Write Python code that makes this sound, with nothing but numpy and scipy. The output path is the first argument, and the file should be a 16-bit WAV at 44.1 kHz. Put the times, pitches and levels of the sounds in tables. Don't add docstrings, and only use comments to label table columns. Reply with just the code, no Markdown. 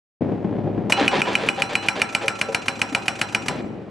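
import sys
import numpy as np
from scipy import signal
from scipy.io import wavfile
from scipy.ndimage import uniform_filter1d

SR = 44100
rng = np.random.default_rng(int(sys.argv[2]) if len(sys.argv) > 2 else 0)


def log_audio(samples):
    frames = np.atleast_2d(samples).T
    limited = np.clip(frames, -1, 1)
    pcm = np.round(limited * 32767).astype(np.int16)
    wavfile.write(sys.argv[1], SR, pcm)


N = 171990

# [t/s, level/dB, main steel f/Hz, crack level/dB]
BLOWS = [(0.9223,0,2440,4),(1.0786,-2,2470,-1.5),(1.2172,-2,2440,-4),(1.3525,-1,2446,-2.5),(1.4873,-1.5,2460,-1.5),(1.6202,-1.5,2430,-0.5),(1.7529,-2,2430,-0.5),(1.8849,-2,2410,1),(2.017,-1.5,2394,2),(2.1491,-2.5,2410,1.5),(2.2808,-4,2410,1.5),(2.4131,-5.5,2410,1),(2.5465,-6.5,2410,2),(2.6822,-4,2420,0.5),(2.816,-3.5,2480,1.5),(2.9485,-4,2440,0.5),(3.0811,-3.5,2475,1),(3.2141,-7.5,2500,2.5),(3.3477,-3.5,2440,1),(3.483,-12.5,2370,1.5)]
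# [f/Hz, level/dB, t60/s, gain as the chisel sinks/(dB/s)]
LOADED_MODES = [(2420,0,.045,0),(2905,-8,.05,.5),(2640,-9,.014,0),(1380,-17,.06,3.3),(2120,-16,.012,0),(1620,-23,.025,2.5)]
# [f/Hz, level/dB, t60/s]
RING_MODES = [(1346,-38,0.76),(4060,-38.5,0.46),(5650,-43,0.54),(7820,-41.5,0.17),(8430,-52,.3)]
# [t/s, length/s, level/dB]
BOUNCES = [(0.92,0.062,-24.5),(1.078,.034,-27.5),(1.215,0.05,-32.5),(1.347,.035,-32),(1.483,0.1,-37.5),(1.75,0.12,-32.5)]
# [f/Hz, level/dB, t60/s]
FREE_MODES = [(2550,-4.5,0.63),(2920,-3,0.97)]
STEEL_DB, STEEL_RISE_S, STEEL_LAG_S = -4, .0007, .0007
MODE_SCATTER = .004
CHOKE_S, CHOKE_LEFT = .0056, .05
RING_FOLLOW = 0.46
RING_SPREAD_DB = 3
STROKE_SPREAD_DB = 1.3


def chisel():
    t, out = ticks(.45), np.zeros(N)
    choke = CHOKE_LEFT + (1 - CHOKE_LEFT) * np.exp(-(t / CHOKE_S) ** 2)
    onset = 1 - np.exp(-(t / STEEL_RISE_S) ** 2)
    for s, db, main_hz, crack_db in BLOWS:
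        sunk_s = s - BLOWS[0][0]
        clank = np.zeros(len(t))
        for i, (mode_hz, mode_db, t60, gain_per_s) in enumerate(LOADED_MODES):
            hz = main_hz if i == 0 else mode_hz * (1 + MODE_SCATTER * rng.standard_normal())
            level = mode_db + gain_per_s * sunk_s + STROKE_SPREAD_DB * rng.standard_normal()
            clank += amp(level) * fade(t, t60) * np.sin(2 * np.pi * hz * (t - STEEL_RISE_S))
        add(out, s + STEEL_LAG_S, amp(STEEL_DB + db) * clank * choke * onset)
        for hz, mode_db, t60 in RING_MODES:
            level = mode_db + crack_db + RING_FOLLOW * db + RING_SPREAD_DB * rng.standard_normal()
            add(out, s, amp(level) * fade(t, t60) * shaken(t, hz))
    for s, length, db in BOUNCES:
        unseated = np.clip((length - t) / 0.00099, 0, 1)
        for hz, mode_db, t60 in FREE_MODES:
            add(out, s, unseated * amp(db + mode_db) * fade(t, t60) * np.sin(2 * np.pi * hz * t))
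    return out


# [f/Hz, relative level/dB]
CRACK_SPECTRUM = [(300,-13.5),(800,-8.5),(1500,3),(2000,1.5),(3000,4),(3500,-6),(4800,-2),(7500,-8.5),(10300,-10.5),(12000,-21),(14500,-54)]
# [f/Hz, relative level/dB]
HOUSING_SPECTRUM = [(100,-22),(220,7),(380,-11.5),(800,7.5),(1000,4),(1200,-2.5),(1400,7.5),(2400,-8.5),(6000,-19),(10000,-74)]
CRACK_DB, CRACK_T60, CRACK_LEAD_S, CRACK_LIKENESS = -16, 0.03, 0.00039, 0.98
SNAP_DB, SNAP_T60, SNAP_SPREAD_DB = -17, 0.0041, 1.5
HOUSING_DB, HOUSING_T60, HOUSING_RISE_S = -26.5, 0.2, 0.00071
BODY_DB, BODY_T60, BODY_CENTRE_HZ = -38, 0.4, 683
PLATE_DB = -13


def casing():
    s, _, _, db = np.transpose(BLOWS)
    contact = s - CRACK_LEAD_S
    crack = bursts(contact, CRACK_DB + db, CRACK_T60, CRACK_SPECTRUM, likeness=CRACK_LIKENESS)
    snap_db = SNAP_DB + db + SNAP_SPREAD_DB * rng.standard_normal(len(s))
    snap = bursts(contact, snap_db, SNAP_T60, CRACK_SPECTRUM, rise=0.00049)
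    housing = bursts(s, HOUSING_DB + db, HOUSING_T60, HOUSING_SPECTRUM, rise=HOUSING_RISE_S)
    for at in s:
        add(housing, at, knock(BODY_DB, BODY_CENTRE_HZ, BODY_T60))
    return plates(crack + snap, PLATE_DB) + housing


# [f/Hz, relative level/dB]
VALVE_SPECTRUM = [(200,-13.5),(600,13.5),(1500,5.5),(6000,-6),(10500,-14.5),(15000,-34)]
# [f/Hz, relative level/dB]
RETURN_SPECTRUM = [(400,-9),(1500,0),(2100,-9),(2480,11.5),(3000,-3.5),(9000,-17),(13000,-57)]
VALVE_LEAD_S, VALVE_DB, VALVE_T60, VALVE_RISE_S = .0255, -19, 0.04, 0.0074
FIRST_VALVE_DB = 7
RETURN_LAG_S, RETURN_DB, RETURN_T60 = .071, -28.5, 0.067
RATTLE_DB, RATTLE_T60, RATTLE_PER_S = -42, .55, 700
LOOSE_PLATE_DB = -5


def loose_parts():
    s, _, _, db = np.transpose(BLOWS)
    valve_db, back_db = db + STROKE_SPREAD_DB * rng.standard_normal((2, len(s)))
    valve_db = VALVE_DB + valve_db + FIRST_VALVE_DB * (s == s[0])
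    valve = bursts(s - VALVE_LEAD_S, valve_db, VALVE_T60, VALVE_SPECTRUM, rise=VALVE_RISE_S)
    back = bursts(s[:-1] + RETURN_LAG_S, RETURN_DB + back_db, RETURN_T60, RETURN_SPECTRUM,
                  rise=0.0038, likeness=0.56)
    shake = np.zeros(N)
    for at in s:
        add(shake, at, amp(RATTLE_DB) * fade(ticks(RATTLE_T60), RATTLE_T60))
    t = ticks(.01)
    click = rng.standard_normal(len(t)) * fade(t, t[-1])
    clicks = signal.oaconvolve(grains(RATTLE_PER_S, spread_db=3), click)[:N]
    rattle = colour(shake * unit(clicks), VALVE_SPECTRUM)
    return plates(valve + back + rattle, LOOSE_PLATE_DB)


THUMP_DB, THUMP_S = -25.5, 0.003
THUMP_FROM_HZ, THUMP_TO_HZ, THUMP_SAG_S = 323, 88, 0.0046


def thumps():
    t, out = ticks(.1), np.zeros(N)
    hz = THUMP_TO_HZ + (THUMP_FROM_HZ - THUMP_TO_HZ) * np.exp(-t / THUMP_SAG_S)
    turns = np.cumsum(hz) / SR
    for s, *_ in BLOWS:
        add(out, s, amp(THUMP_DB) * pulse(t, THUMP_S) * np.sin(2 * np.pi * turns * rng.uniform(0.79, 1.1)))
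    return out


# [t/s, length/s, level/dB]
GRINDS = [(0.966,0.11,-24),(1.11,0.1,-22.5),(1.252,0.097,-26),(1.376,0.13,-30),(1.573,0.047,-31.5),(1.691,0.06,-31),(1.825,0.0566,-34),(1.955,0.061,-29.5),(2.209,0.044,-30.5),(3.493,0.12,-39.5)]
# [f/Hz, relative level/dB]
GRIT_SPECTRUM = [(140,-10),(230,3.5),(450,2.5),(850,3),(1200,-0.5),(2300,0.5),(3700,-6),(9500,-31.5),(12500,-64)]
# [t/s, level/dB, centre f/Hz]
KNOCKS = [(.668,-26,622),(.980,-17.5,760),(.993,-21,545),(1.010,-16.5,283),(1.052,-22,215),(1.129,-18,760),(1.153,-18.5,290),(1.182,-21.5,235),(1.272,-22.5,786),(1.30,-22.5,260),(1.43,-23.5,454),(1.463,-25,227),(1.580,-21.5,666),(1.848,-28.5,570),(1.98,-26.5,566),(2.241,-23,600),(2.487,-23,596),(2.919,-24.5,278),(2.958,-27.5,750)]
GRIND_TONE_DB, GRIND_WIDTH_HZ = -4.5, 210
GRIND_FROM_HZ, GRIND_TO_HZ, GRIND_SAG_S = 943, 187, 0.0327
KNOCK_T60 = 0.11


def stones():
    press, hollow = np.zeros(N), np.zeros(N)
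    for s, length, db in GRINDS:
        age = ticks(length)
        force = amp(db) * np.sin(np.pi * age / length).clip(0) ** 0.19
        hz = GRIND_TO_HZ + (GRIND_FROM_HZ - GRIND_TO_HZ) * np.exp(-age / GRIND_SAG_S)
        tone = rng.standard_normal(len(age))
        for _ in range(2):
            tone = resonate(tone, hz, GRIND_WIDTH_HZ)
        add(press, s, force)
        add(hollow, s, amp(GRIND_TONE_DB) * force * unit(tone))
    for s, db, hz in KNOCKS:
        add(hollow, s, knock(db, hz, KNOCK_T60))
    return colour(press * grains(per_s=3000, spread_db=3), GRIT_SPECTRUM) + hollow


# [t/s, level/dB]
THUDS = [(0.217,-18),(0.242,-26),(0.444,-17),(0.582,-20),(0.673,-18),(0.777,-16.5),(3.64,-22)]
# [f/Hz, relative level/dB]
SOIL_SPECTRUM = [(25,-48),(50,-24),(110,-3),(200,3),(330,-3),(800,-17),(1200,-30),(2400,-37),(15000,-88)]
# [t/s, level/dB]
PUSH = [(.21,-22.5),(.32,-23),(.39,-28.5),(.55,-23),(.72,-28),(.87,-25.5),(.95,-33),(2.5,-40.5),(3.4,-36.5),(3.48,-29),(3.78,-33),(3.9,-38)]
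SOIL_GRAINS_PER_S, SOIL_SPREAD_DB = 900, 2
THUD_T60, THUD_HZ, THUD_S = 0.086, 170, .006


def soil():
    t = ticks(.08)
    crunch = colour(curve(PUSH) * grains(SOIL_GRAINS_PER_S, SOIL_SPREAD_DB), SOIL_SPECTRUM)
    out = crunch + bursts(*np.transpose(THUDS), THUD_T60, SOIL_SPECTRUM, rise=0.0002)
    for s, db in THUDS:
        add(out, s, amp(db) * pulse(t, THUD_S) * np.sin(2 * np.pi * THUD_HZ * t))
    return out


# [f/Hz, level/dB]
ENGINE_LINES = [(52,-17),(104,0),(578,-10),(701,-14)]
# [t/s, level/dB]
LOAD = [(.21,-38),(.5,-33),(.77,-29),(.9,-40),(1.5,-48),(3.9,-45)]
WAVER = 0.0086


def engine():
    out = np.zeros(N)
    for hz, db in ENGINE_LINES:
        drift = unit(uniform_filter1d(rng.standard_normal(N), size=2500))
        out += amp(db) * np.sin(2 * np.pi * np.cumsum(hz * (1 + WAVER * drift)) / SR)
    return out * curve(LOAD)


NEAR_T60, NEAR_DB = 0.046, -15


def nearby(x):
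    t = ticks(.04)
    taps = rng.standard_normal((2, len(t))) * fade(t, NEAR_T60)
    return amp(NEAR_DB) * signal.oaconvolve(x[None], taps / np.linalg.norm(taps[0]), axes=1)[:, :N]


# [f/Hz, t60/s]
YARD_T60 = [(100,0.091),(1000,0.84),(4000,1),(12000,0.26)]
# [f/Hz, level/dB]
YARD_COLOUR = [(100,-15.5),(400,-5),(1000,-10),(2500,-17),(5000,-22),(12000,-36.5)]


def yard(x):
    hz, t, z = signal.stft(rng.standard_normal((2, SR // 2)), SR, nperseg=256)
    z = z * fade(t, read(YARD_T60, hz)[:, None])
    tail = signal.istft(z, SR, nperseg=256)[1]
    shaped = signal.istft(z * amp(read(YARD_COLOUR, hz))[:, None], SR, nperseg=256)[1]
    return signal.fftconvolve(x[None], shaped / np.linalg.norm(tail[0]), axes=1)[:, :N]


# [f/Hz, relative level/dB]
HISS_SPECTRUM = [(25,-25),(100,6.5),(600,5.5),(2500,-8),(10000,-36.5),(14000,-58.5)]
HISS_DB = -47


def hiss():
    both, left, right = (colour(z, HISS_SPECTRUM) for z in rng.standard_normal((3, N)))
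    return amp(HISS_DB) * unit(both + .5 * np.array([left, right]))


BODY_HZ = [205, 272, 450, 545, 787, 980]
BODY_REACH, BODY_SPREAD_DB = .3, 1.5
KNOCK_RISE_S = 0.0043


def knock(db, centre_hz, t60):
    t, hz = ticks(.4), np.array(BODY_HZ)
    uneven = amp(BODY_SPREAD_DB * rng.standard_normal(len(hz)))
    share = np.exp(-(np.log(hz / centre_hz) / BODY_REACH) ** 2 / 2) * uneven
    modes = sum(g * shaken(t, f) for f, g in zip(hz, share / np.linalg.norm(share)))
    return amp(db) * 2 * modes * fade(t, t60) * (1 - np.exp(-t / KNOCK_RISE_S))


PLATE_LO_HZ, PLATE_HI_HZ, PLATE_T60 = 4600, 11500, 0.11


def plates(x, ring_db):
    t = ticks(.4)
    ring = np.zeros(len(t))
    for place, size, phase in rng.random((70, 3)):
        hz = PLATE_LO_HZ + place * (PLATE_HI_HZ - PLATE_LO_HZ)
        ring += np.log(1 - size) * np.sin(2 * np.pi * (hz * t + phase))
    ring *= fade(t, PLATE_T60)
    return x + amp(ring_db) * signal.oaconvolve(x, ring / np.linalg.norm(ring))[:N]


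RING_FLUTTER_HZ, RING_ROUGH = 35, .55


def flutter(t):
    z = rng.standard_normal(len(t)) + 1j * rng.standard_normal(len(t))
    lowpass = np.exp(-(np.fft.fftfreq(len(t), 1 / SR) / RING_FLUTTER_HZ) ** 2)
    z = np.fft.ifft(np.fft.fft(z) * lowpass)
    wander = RING_ROUGH * z / np.sqrt(np.mean(abs(z) ** 2))
    return (np.exp(2j * np.pi * rng.random()) + wander) / np.hypot(1, RING_ROUGH)


def shaken(t, hz):
    return (np.exp(2j * np.pi * hz * t) * flutter(t)).real


def resonate(x, hz, width):
    turn, r = np.exp(2j * np.pi * np.cumsum(hz) / SR), np.exp(-np.pi * width / SR)
    return 2 * (turn * signal.lfilter([1 - r], [1, -r], x / turn)).real


def bursts(times, dbs, t60, spectrum, rise=.0003, likeness=0.):
    t, out = ticks(.3), np.zeros(N)
    body = rng.standard_normal(len(t))
    for s, db in zip(times, dbs):
        noise = np.sqrt(likeness) * body + np.sqrt(1 - likeness) * rng.standard_normal(len(t))
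        add(out, s, amp(db) * noise * fade(t, t60) * (1 - np.exp(-t / rise)))
    return colour(out, spectrum)


def grains(per_s, spread_db):
    size = amp(spread_db * np.minimum(rng.exponential(1, N), 4))
    return unit((rng.random(N) < per_s / SR) * rng.choice([-1, 1], N) * size)


def colour(x, points):
    log_gain = np.log(amp(read(points, abs(np.fft.fftfreq(4096, 1 / SR)))))
    taps = np.fft.ifft(np.exp(np.conj(signal.hilbert(log_gain)))).real[:2048]
    return signal.oaconvolve(x, taps / np.linalg.norm(taps))[:N]


def pulse(t, peak_s):
    return t / peak_s * np.exp(1 - t / peak_s)


def fade(t, t60):
    return np.exp(-np.log(1000) * t / t60)


def ticks(length):
    return np.arange(round(length * SR)) / SR


def amp(db):
    return 10 ** (np.asarray(db) / 20)


def unit(x):
    return x / np.sqrt(np.mean(x ** 2) + 1e-20)


def read(points, hz):
    f, v = np.transpose(points)
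    return np.interp(np.log(hz + 1), np.log(f + 1), v)


def curve(points):
    return amp(np.interp(np.arange(N) / SR, *np.transpose(points)))


def add(mix, s, sound):
    part = mix[max(round(s * SR), 0):][:len(sound)]
    part += sound[:len(part)]


SOIL_PAN_DB = 1.3


def scene():
    breaker = chisel() + casing() + loose_parts() + thumps() + stones()
    low = soil() + engine()
    sides = np.array([[1], [-1]])
    direct = breaker + low * amp(sides * SOIL_PAN_DB)
    return direct + nearby(breaker + low) + yard(breaker + low) + hiss()


START_S, EDGE_HZ = 0.2072, 16400


def record(dry):
    opened = np.clip((np.arange(N) / SR - START_S) / 0.0039, 0, 1)
    lowpass = signal.firwin(511, EDGE_HZ, window=("kaiser", 9), fs=SR)
    return signal.oaconvolve(np.clip(dry * opened, -1, 1), lowpass[None], "same")


dry = scene()
out = record(dry)
log_audio(out)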